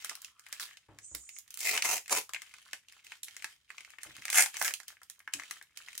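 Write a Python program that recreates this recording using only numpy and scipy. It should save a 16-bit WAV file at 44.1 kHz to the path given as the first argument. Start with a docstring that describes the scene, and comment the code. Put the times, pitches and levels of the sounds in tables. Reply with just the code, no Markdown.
"""In a small room, two hands open a foil card pack over a padded mat, close to a two-port microphone.
The foil buckles under the fingers with sharp cracks and hollow pops. The sealed seam is pried, then
ripped in several pulls, each a stream of tiny breaks, and the slack wrapper crinkles. Early on, a
fingertip rubs the seam and foil slides on foil with a thin, whistling hiss. Now and then the pack is
pressed onto the mat with a soft thump."""
import sys
import numpy as np
from scipy import signal
from scipy.io import wavfile
from scipy.ndimage import uniform_filter1d

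SR = 44100
rng = np.random.default_rng(int(sys.argv[2]) if len(sys.argv) > 2 else 0)


def to_wav(sig):
    """Store sig (one row per channel, or 1-D mono) as 16-bit WAV at the path in sys.argv[1].

    Samples outside -1..1 are clipped; the rate is SR.
    """
    pcm = np.clip(np.atleast_2d(sig), -1, 1) * 32767
    pcm = np.round(pcm).astype(np.int16)
    wavfile.write(sys.argv[1], SR, pcm.T)  # frames by channels


N = 264600  # 6 seconds

# Each buckle of the foil: start_s, crack_db, pop_db, pop_pitch_hz
BUCKLES = [(0.0457, -33.5, -44, 1580), (0.095, -35, -40, 1930), (0.153, -41.5, -56, 2100),
           (0.2183, -44.5, -80, 1750), (0.2462, -41.5, -45.5, 2750), (0.395, -51.5, -60, 1730),
           (0.465, -54, -49.5, 2160), (0.486, -54, -66, 2000), (0.5269, -35, -43, 1920),
           (0.5975, -38.5, -42, 1760), (0.7709, -52.5, -52, 2750), (0.9869, -48.5, -51.5, 1800),
           (1.149, -33.0, -44.5, 2000), (1.2912, -47, -48, 2260), (1.3648, -53, -52, 2220),
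           (1.3858, -42, -75, 2310), (1.478, -57, -63, 1920), (1.5054, -44.5, -70, 2400),
           (1.5417, -40.5, -73, 1870), (1.5734, -40.5, -52, 2050), (1.5908, -40, -66, 2200),
           (1.6052, -34, -67, 2300), (1.776, -28, -27, 2340), (1.8225, -27.5, -28, 2340),
           (1.979, -37, -42, 2300), (2.059, -52.5, -51.5, 2580), (2.0796, -44, -50, 2000),
           (2.0956, -41.5, -39, 2200), (2.293, -46, -48, 1310), (2.335, -37.5, -38, 2225),
           (2.3461, -41.5, -33, 2350), (2.362, -63, -37, 2200), (2.419, -43, -46.5, 2060),
           (2.539, -51.0, -48, 2100), (2.584, -57.5, -56, 2120), (2.732, -37, -36, 2135),
           (2.8844, -55, -54.5, 2870), (2.923, -53.5, -58.5, 1840), (3.046, -54.5, -67, 2400),
           (3.067, -54.5, -51.5, 2220), (3.1195, -48, -41.5, 2200), (3.2321, -51, -56.5, 2580),
           (3.2828, -49.5, -46.5, 2150), (3.3659, -42.5, -46.5, 2100), (3.423, -48, -45, 2250),
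           (3.444, -37, -34, 1790), (3.7032, -55.0, -41.5, 1980), (3.7813, -48, -42.5, 2270),
           (3.8062, -51, -48.5, 2200), (3.848, -53.5, -48.5, 2240), (3.904, -53, -55.5, 2000),
           (3.936, -75, -54.5, 1840), (3.985, -57, -45, 1990), (4.0323, -39.5, -50, 1860),
           (4.166, -47.5, -52, 1690), (4.221, -52.5, -46.5, 2000), (4.2534, -35.5, -38, 2000),
           (4.2813, -41.5, -37, 2040), (4.2908, -56, -39.5, 2130), (4.3011, -29, -35.5, 2100),
           (4.3282, -33.5, -33.5, 1930), (4.3789, -26.5, -41, 1890), (4.423, -21, -29.5, 2000),
           (4.46, -34.5, -37.5, 1880), (4.543, -43, -45.5, 1820), (4.568, -35, -41.5, 1900),
           (4.614, -34, -27.5, 1640), (4.6245, -29, -42.5, 1790), (4.647, -30.5, -36.5, 1900),
           (4.679, -30.5, -33, 1940), (4.7078, -40, -38, 1850), (4.7381, -31, -38, 2630),
           (4.801, -47.5, -47, 1660), (4.832, -53.5, -57.5, 1600), (4.8811, -40.5, -68, 2170),
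           (4.9688, -80, -56.5, 2050), (5.0165, -62.5, -53, 1400), (5.032, -50.5, -65, 1800),
           (5.0987, -41, -56, 1890), (5.1924, -54.5, -94, 1900), (5.203, -64, -54, 1840),
           (5.276, -58, -36.5, 1706), (5.3366, -28.5, -34.5, 2350), (5.3973, -46, -39.5, 2000),
           (5.4197, -59, -46, 1650), (5.435, -50, -45.5, 2060), (5.5097, -36, -39.0, 1990),
           (5.613, -61.5, -47.5, 1770), (5.6256, -51.5, -63, 2100), (5.773, -41, -49.5, 2330),
           (5.8845, -51.5, -43, 2000), (5.9302, -52, -52, 2220), (5.952, -44.5, -53.5, 1870),
           (5.978, -34, -51.5, 2330)]
# A tone table says how strong the low and high pitches are, compared with each other.
# Tone of a sharp crack: pitch_hz, level_db
CRACK_TONE = [(80, -39), (400, -18), (1200, -17), (3000, 1), (7000, 8.5), (10000, 2), (15500, -10)]
# Tone of a bending panel that pops at PANEL_HZ: pitch_hz, level_db
PANEL_TONE = [(60, -53), (250, -29), (500, -21), (1000, -9.5), (1600, -1), (2400, 0), (3400, -13.5),
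              (6000, -35.5)]
# Each pull on the seam: start_s, rise_s, hold_s, level_db, brightness_db
SEAM_PULLS = [(0.595, 0.0027, 0.037, -42, 4.5), (1.58, 0.088, 0.044, -29, -1),
              (1.715, .025, 0.018, -29, -2), (1.829, 0.016, 0.11, -31, 1.5),
              (2.091, 0.025, 0.061, -29, -0.5), (3.229, 0.0029, 0.0086, -56.5, 31),
              (4.314, 0.06, 0.034, -20, -1), (4.568, 0.088, 0.014, -28, -7.5)]
# Thin tone of picking at the seal's edge: pitch_hz, level_db
PRYING = [(100, -9), (650, -7), (950, 4), (1800, 5.5), (2700, 4.5), (7000, 3), (15500, -1.5)]
# Tone of peeling with the pack's mouth open: pitch_hz, level_db
PEELING = [(120, -21.5), (350, -8.5), (520, -2), (1100, 1.5), (1650, -6.5), (1950, 7), (2650, 5),
           (3300, -6.5), (6600, 0), (10000, -4.5), (15500, -8)]
# One tone table for each pull, set by how the pack is stretched: pitch_hz, level_db
PULL_TONES = [PRYING, [(180, -22.5), (450, -3.5), (1600, -2.5), (1950, 12.5), (2550, 11), (3200, -0.5),
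              (7000, 2.5), (15500, -3.5)], PEELING, PEELING, [(140, -13), (300, -4), (450, 7), (850, 8.5),
              (1650, 3), (2500, 10), (3500, 1), (7200, 9.5), (11000, 4.5), (15500, 0)],
              PRYING, [(170, -35.5), (400, -22), (800, -3.5), (1050, -10), (1400, 4), (2100, 5),
              (3800, -12), (7000, 3), (12000, -7), (15500, -15.5)], [(100, -58), (300, -30), (560, -10.5),
              (950, -13), (1550, 2.5), (2200, 2), (3800, -9.5), (6700, 2.5), (15500, -4)]]
# Tone of the slack wrapper: pitch_hz, level_db
CRINKLE_TONE = [(100, -21.5), (300, -19.5), (700, -21), (1300, -6), (2200, -1), (3500, -4.5), (7000, -7.5),
                (15500, -18.5)]
# Each shift of the fingers' grip: start_s, length_s, level_db
GRIP_SHIFTS = [(0, 0.12, -50), (0.144, 0.15, -62), (0.435, 0.1, -62.5), (0.514, 0.21, -55.5),
               (1.51, 0.064, -59), (2.39, 0.36, -59.5), (2.883, 0.11, -62), (3.041, 0.11, -55.5),
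               (3.267, 0.26, -57), (3.69, 0.25, -61), (4.01, 0.485, -54.5), (4.529, 0.029, -45),
               (4.878, 0.012, -50), (5.325, 0.25, -54.5), (5.758, 0.2, -56)]
# Foil sliding on foil: time_s, low_squeak_db, high_squeak_db, low_pitch_hz
SLIDE_CURVE = [(1.0, -66, -86, 6550), (1.06, -62, -51.5, 7130), (1.1, -58, -64, 7000),
               (1.27, -58.5, -63, 7100), (1.375, -56, -81, 6740), (1.416, -59, -67, 6450)]
# A fingertip rubbing the seam: time_s, level_db, pitch_hz
RUB_CURVE = [(0.08, -70, 1310), (0.2, -74, 1205), (0.36, -74, 1200), (0.5, -72, 1600), (0.78, -65.5, 1760)]
# Each press onto the mat: start_s, level_db, pitch_hz, decay_s, extra_knock_db
MAT_PRESSES = [(0.887, -61, 102.4, 0.06, 3), (1.114, -57, 74, 0.026, -8.5), (1.145, -53, 63, 0.028, -4.5),
               (4.056, -74, 135, 0.05, 15), (4.184, -74.5, 104, 0.019, 13.5),
               (5.349, -56, 285.6, 0.024, -1.5)]
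# Tone of the cards' dull knock: pitch_hz, level_db
KNOCK_TONE = [(40, -8.5), (280, -10.5), (1100, -16), (2500, -27), (8000, -64)]
# Tone of the room's quiet air: pitch_hz, level_db
AIR_TONE = [(20, -21), (65, 6), (500, -15.5), (2000, -13), (15500, -27)]
# Time the room's echo takes to fade by 60 dB: pitch_hz, fade_s
ROOM_FADE = [(100, 0.086), (2000, 0.16), (5500, 0.19), (15000, 0.19)]
# Tone of the room's echo: pitch_hz, level_db
ROOM_TONE = [(100, 4.5), (2000, -3), (5000, -5), (15000, -5)]
# The microphone's two ports (sound openings) face different ways: pitch_hz, left_minus_right_db
PORT_BALANCE = [(1000, 1.5), (2500, 2.5), (4700, -4.5), (8000, -0.5)]

PANEL_HZ = 2000


def snaps(crack_trim_db=-0.13, facing_db=1.54, dull_db_per_octave=13.5, dull_above_hz=7500):
    """Each buckle makes a bright crack at the crease and a pop of the foil panel around it."""
    cracks, pops = np.zeros((2, 2, N))
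    for start_s, crack_db, pop_db, pop_hz in BUCKLES:
        facing = amp(facing_db * rng.standard_normal() * np.array([[1], [-1]]))  # leans left or right
        width = np.tanh((pop_db - crack_db) / 17)  # -1 is a tight crease, 1 a wide panel
        dulling = dull_db_per_octave * width  # a wide panel has a duller crack
        tone = [(hz, db - dulling * max(np.log2(hz / dull_above_hz), 0)) for hz, db in CRACK_TONE]
        shock = burst(decay_s=0.00024, shiver_db=-18.5, shiver_s=0.0023)
        crack = unit_attack(colour(shock, crease_tone(tone, vary_db=1.5)))
        add(cracks, start_s, amp(crack_db + crack_trim_db) * facing * crack)
        add(pops, start_s, amp(pop_db) * facing * pop(pop_hz))
    return cracks, pops


def pop(pitch_hz, typical_ring_s=0.00073, bend_share=0.53):
    """A foil panel flips over and rings for a few cycles, longer where it is held loosely."""
    tone = [(hz * pitch_hz / PANEL_HZ, db) for hz, db in PANEL_TONE]
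    bend = unit_attack(colour(burst(decay_s=0.00077, shiver_db=-4, shiver_s=0.0042), tone))
    t = np.arange(bend.shape[1]) / SR
    ring_s = typical_ring_s * np.exp(0.4 * rng.uniform(-1.4, 1))
    ring = np.sin(2 * np.pi * pitch_hz * t) * t * np.exp(-t / ring_s)
    return unit_attack(bend_share * bend + (1 - bend_share) * unit_attack(ring[None]))


def burst(decay_s, shiver_db, shiver_s):
    """A crease flips: a very short shock that swells as it runs, then a weaker shiver of the sheet."""
    t = np.arange(1024) / SR
    swell = 1 - np.exp(-(t / 0.00058) ** 2)
    fade = np.exp(-t / decay_s) + amp(shiver_db) * np.exp(-t / shiver_s)
    return ports(rng.standard_normal((2, len(t))) * swell * fade)


def crease_tone(tone, vary_db, full_above_hz=2000):
    """Each crease's shape adds its own peaks and dips to a tone; it is too small to change the bass."""
    hz = np.geomspace(100, 16000, 22)
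    bumps_db = vary_db * np.clip(hz / full_above_hz, 0, 1) * rng.uniform(-1.7, 1, len(hz))
    return np.column_stack([hz, look_up(tone, hz) + bumps_db])


def seam_rips(split_hz=3200, release_s=0.041, release_db_per_s=473):
    """The seal lets go in tiny breaks that sound through the pack: dense if pulled hard, else gritty."""
    out = np.zeros((2, N))
    for (start_s, rise_s, hold_s, level_db, bright_db), tone in zip(SEAM_PULLS, PULL_TONES):
        t = np.arange(0, rise_s + hold_s + release_s, 1 / SR)
        stuck = np.maximum(1 - t / rise_s, 0)  # falls from 1 to 0 as the seal gives way
        released_s = np.maximum(t - rise_s - hold_s, 0)
        breaks_per_s = 2000 * amp((level_db + 20) / 2)
        rip = crackle(len(t), breaks_per_s, tone, spread_db=3.7, clump_db=4.0, smooth_s=0.06)
        # A pull starts bright and faint, fills out, then stops quickly.
        lows = signal.filtfilt(*signal.butter(2, split_hz, fs=SR), rip)
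        tilt = amp((bright_db + 12 * stuck) / 2)
        rip = (lows / tilt + (rip - lows) * tilt) * signal.windows.tukey(len(t), 0.04)
        add(out, start_s, rip * amp(level_db - 23 * stuck - release_db_per_s * released_s))
    return out


def crackle(length, ticks_per_s, tone, spread_db, clump_db, smooth_s, creases=24):
    """Tiny breaks of unequal size tick in clumps, a few creases at a time; the level is held near 1."""
    size_db = spread_db * np.minimum(rng.exponential(1, length), 3.3)
    size_db += clump_db * np.tanh(wobble(length, 150))
    breaks = amp(size_db) * (rng.random(length) < ticks_per_s / SR)
    # The strain covers about 5 creases and moves on every 15 ms, so the tone keeps shifting.
    strain_step = (np.arange(length) / SR / 0.015 + 5 * rng.random(length)).astype(int)
    active_crease = rng.integers(0, creases, length)[strain_step]
    out = np.zeros((2, length))
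    for crease in range(creases):
        shock = burst(decay_s=0.00033, shiver_db=-15, shiver_s=0.0031)
        tick = colour(shock, crease_tone([(0, 0)], vary_db=3.5))
        out += signal.oaconvolve((breaks * (active_crease == crease))[None], tick, axes=1)[:, :length]
    out = colour(out, tone)
    span = round(smooth_s * SR)
    power = uniform_filter1d(uniform_filter1d((out ** 2).mean(0), span), span)
    return out / np.sqrt(abs(power) + 0.005 * power.mean())


def crinkle(trim_db=-2.5):
    """Fine creases rustle softly as the fingers shift their grip, and around every buckle."""
    t = np.arange(N) / SR
    coarse_t = t[::32]
    movement = np.interp(t, coarse_t, np.hypot(grip(coarse_t), settling(coarse_t)))
    rustle = crackle(N, 2300, CRINKLE_TONE, spread_db=4.4, clump_db=7.8, smooth_s=0.03, creases=8)
    return rustle * amp(trim_db) * movement


def grip(t, attack_s=0.012, release_s=0.03, resting_db=-73):
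    """How hard the fingers work the foil at times t: each shift builds, holds and dies away."""
    gain = amp(resting_db)  # the wrapper is never quite still
    for start_s, length_s, level_db in GRIP_SHIFTS:
        rise = np.clip((t - start_s) / attack_s + 0.5, 0, 1)
        fade = np.exp(-np.clip(t - start_s - length_s, 0, 1) / release_s)
        gain = np.maximum(gain, amp(level_db) * rise * fade)
    return gain


def settling(t, strain_s=0.0025, settle_s=0.018, stir_db=-16.5):
    """How much nearby creases stir at times t: they strain just before a crack and settle after it."""
    gain = np.zeros(len(t))
    for start_s, crack_db, _, _ in BUCKLES:
        stir = np.exp(-np.maximum((start_s - t) / strain_s, (t - start_s) / settle_s))
        gain += amp(crack_db + stir_db) * stir
    return gain


def small_pops(count=110):
    """Little panels of every size give way at random, louder under a firmer grip."""
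    out = np.zeros((2, N))
    when, size, pitch = rng.random((count, 3)).T
    times_s = when * N / SR
    gains = grip(times_s) * amp(1 + size)
    for start_s, gain, pitch_hz in zip(times_s, gains, 1100 + 1700 * pitch):
        add(out, start_s, gain * pop(pitch_hz))
    return out


def foil_slide(pitch_ratio=1.17, lean_db=1.6):
    """Foil slips on foil, a little to the right: a thin squeak and a fuzzier one above it, in hiss."""
    times_s, low_db, high_db, low_hz = np.transpose(SLIDE_CURVE)
    hiss_db = np.maximum(low_db, high_db) - 1
    hiss = whistle(times_s, hiss_db, low_hz * np.sqrt(pitch_ratio), half_width_hz=1500)
    low_squeak = whistle(times_s, low_db, low_hz, half_width_hz=260)
    high_squeak = whistle(times_s, high_db, low_hz * pitch_ratio, half_width_hz=400)
    return amp([[-lean_db], [lean_db]]) * (hiss + low_squeak + high_squeak)


def finger_rub():
    """Skin drags on the foil with a soft squeak that rises as the pinch tightens."""
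    return whistle(*np.transpose(RUB_CURVE), half_width_hz=170)


def whistle(times_s, level_db, pitch_hz, half_width_hz, catch_db=3, catch_hz=70):
    """Surfaces stick and slip unevenly: a narrow band of noise follows a level and a pitch curve."""
    t = np.arange(times_s[0], times_s[-1], 1 / SR)
    carrier = np.exp(2j * np.pi * np.cumsum(np.interp(t, times_s, pitch_hz)) / SR)
    slips = port_noise(len(t))
    catching = amp(catch_db * wobble(len(t), catch_hz))
    # Shift the noise down, keep a narrow band, then shift it back up to the pitch.
    narrow = signal.sosfilt(signal.butter(4, half_width_hz, fs=SR, output="sos"), slips / carrier)
    band = unit_level(catching * (carrier * narrow).real)
    loudness = amp(np.interp(t, times_s, level_db)) * signal.windows.tukey(len(t), 0.1)
    out = np.zeros((2, N))
    add(out, times_s[0], band * loudness)
    return out


def mat_thumps():
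    """The padded mat gives a low thump while the stack of cards knocks dully."""
    out = np.zeros((2, N))
    t = np.arange(SR // 4) / SR
    for start_s, level_db, pitch_hz, decay_s, knock_db in MAT_PRESSES:
        thump = np.sin(2 * np.pi * pitch_hz * t)
        knock = amp(knock_db) * unit_level(colour(port_noise(len(t)), KNOCK_TONE))
        add(out, start_s, amp(level_db) * np.exp(-t / decay_s) * (thump + knock))
    return out


def room_air(level_db=-82):
    """The air in the room makes a very quiet, steady rush."""
    return amp(level_db) * unit_level(colour(port_noise(N), AIR_TONE))


def room(sound, tail_db=0.0, build_s=0.0013, bounce_s=0.0092, bounce_db=-17):
    """Sound arrives directly, bounces off a nearby surface and leaves a short tail of echoes."""
    t = np.arange(SR // 2) / SR
    hz, frame_s, bands = signal.stft(port_noise(len(t)), SR, nperseg=256)
    decay_per_s = np.log(1000) / look_up(ROOM_FADE, hz)[:, None]
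    fade = np.exp(-decay_per_s * frame_s) * np.sqrt(2 * decay_per_s / SR)  # same energy at any length
    bands = bands * amp(look_up(ROOM_TONE, hz)[:, None] + tail_db) * fade
    echoes = signal.istft(bands, SR, nperseg=256)[1][:, :len(t)]
    echoes *= 1 - np.exp(-(t / build_s) ** 2)
    echoes[:, 0] += 1  # the direct sound
    echoes[[0, 1], round(bounce_s * SR) + rng.integers(-3, 4, 2)] += amp(bounce_db)
    return signal.fftconvolve(sound, echoes, axes=1)[:, :N]


def ports(pair, alike_below_hz=2000):
    """Makes two unrelated signals alike in the low pitches, as two nearby ports hear them."""
    treble = signal.lfilter(*signal.butter(2, alike_below_hz, "high", fs=SR), pair[1])
    side = 0.3 * pair[1] + 0.6 * treble
    return np.array([pair[0] + side, pair[0] - side]) / np.sqrt(2)


def port_noise(length):
    """Plain hiss as the two ports hear it."""
    return ports(rng.standard_normal((2, length)))


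def colour(sound, tone):
    """Shapes a sound with a tone table. Nothing rings ahead of a hit, so attacks stay sharp."""
    log_gain = np.log(amp(look_up(tone, abs(np.fft.fftfreq(2048, 1 / SR)))))
    taps = np.fft.ifft(np.exp(np.conj(signal.hilbert(log_gain)))).real
    return signal.fftconvolve(sound, taps[None], axes=1)[:, :sound.shape[1]]


def wobble(length, rate_hz):
    """A random drift of level 1 that changes up to about rate_hz times a second."""
    smoothing = signal.butter(2, rate_hz, fs=SR, output="sos")
    return unit_level(signal.sosfilt(smoothing, rng.standard_normal(length)))


def look_up(table, hz):
    """Reads a table at any pitch, blending between rows on a musical (log) scale."""
    table_hz, values = np.transpose(table)
    return np.interp(np.log(hz + 1), np.log(table_hz + 1), values)


def amp(db):
    """Turns decibels into a gain to multiply by."""
    return 10 ** (np.asarray(db) / 20)


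def unit_level(sound):
    """Scales a sound to an average level of 1."""
    return sound / np.sqrt(np.mean(sound ** 2) + 1e-20)


def unit_attack(sound):
    """Scales each channel to level 1 over its first 5 ms."""
    return sound / np.sqrt(np.mean(sound[:, :220] ** 2, axis=1, keepdims=True))


def add(mix, start_s, sound):
    """Lays a stereo sound into the mix at start_s."""
    part = mix[:, max(round(start_s * SR), 0):][:, :sound.shape[1]]
    part += sound[:, :part.shape[1]]


def scene():
    """Wrapper and mat in the room. Flat panels aim their pops at the microphone, so these echo less."""
    cracks, pops = snaps()
    air = room_air()
    foil = room(cracks + seam_rips() + crinkle() + foil_slide() + finger_rub())
    pops_and_thumps = room(pops + small_pops() + mat_thumps(), tail_db=-1.5)
    return foil + pops_and_thumps + air


def record(dry, bass_cut_hz=42, treble_cut_hz=15900):
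    """Each port adds its own tone, then the deepest bass and the highest treble are cut."""
    left = colour(dry[:1], [(hz, db / 2) for hz, db in PORT_BALANCE])
    right = colour(dry[1:], [(hz, -db / 2) for hz, db in PORT_BALANCE])
    thinned = signal.lfilter(*signal.butter(2, bass_cut_hz, "high", fs=SR), np.vstack([left, right]))
    treble_cut = signal.firwin(255, treble_cut_hz, window=("kaiser", 9), fs=SR)
    return signal.oaconvolve(thinned, treble_cut[None], "same", axes=1)


dry = scene()
out = record(dry)
to_wav(out)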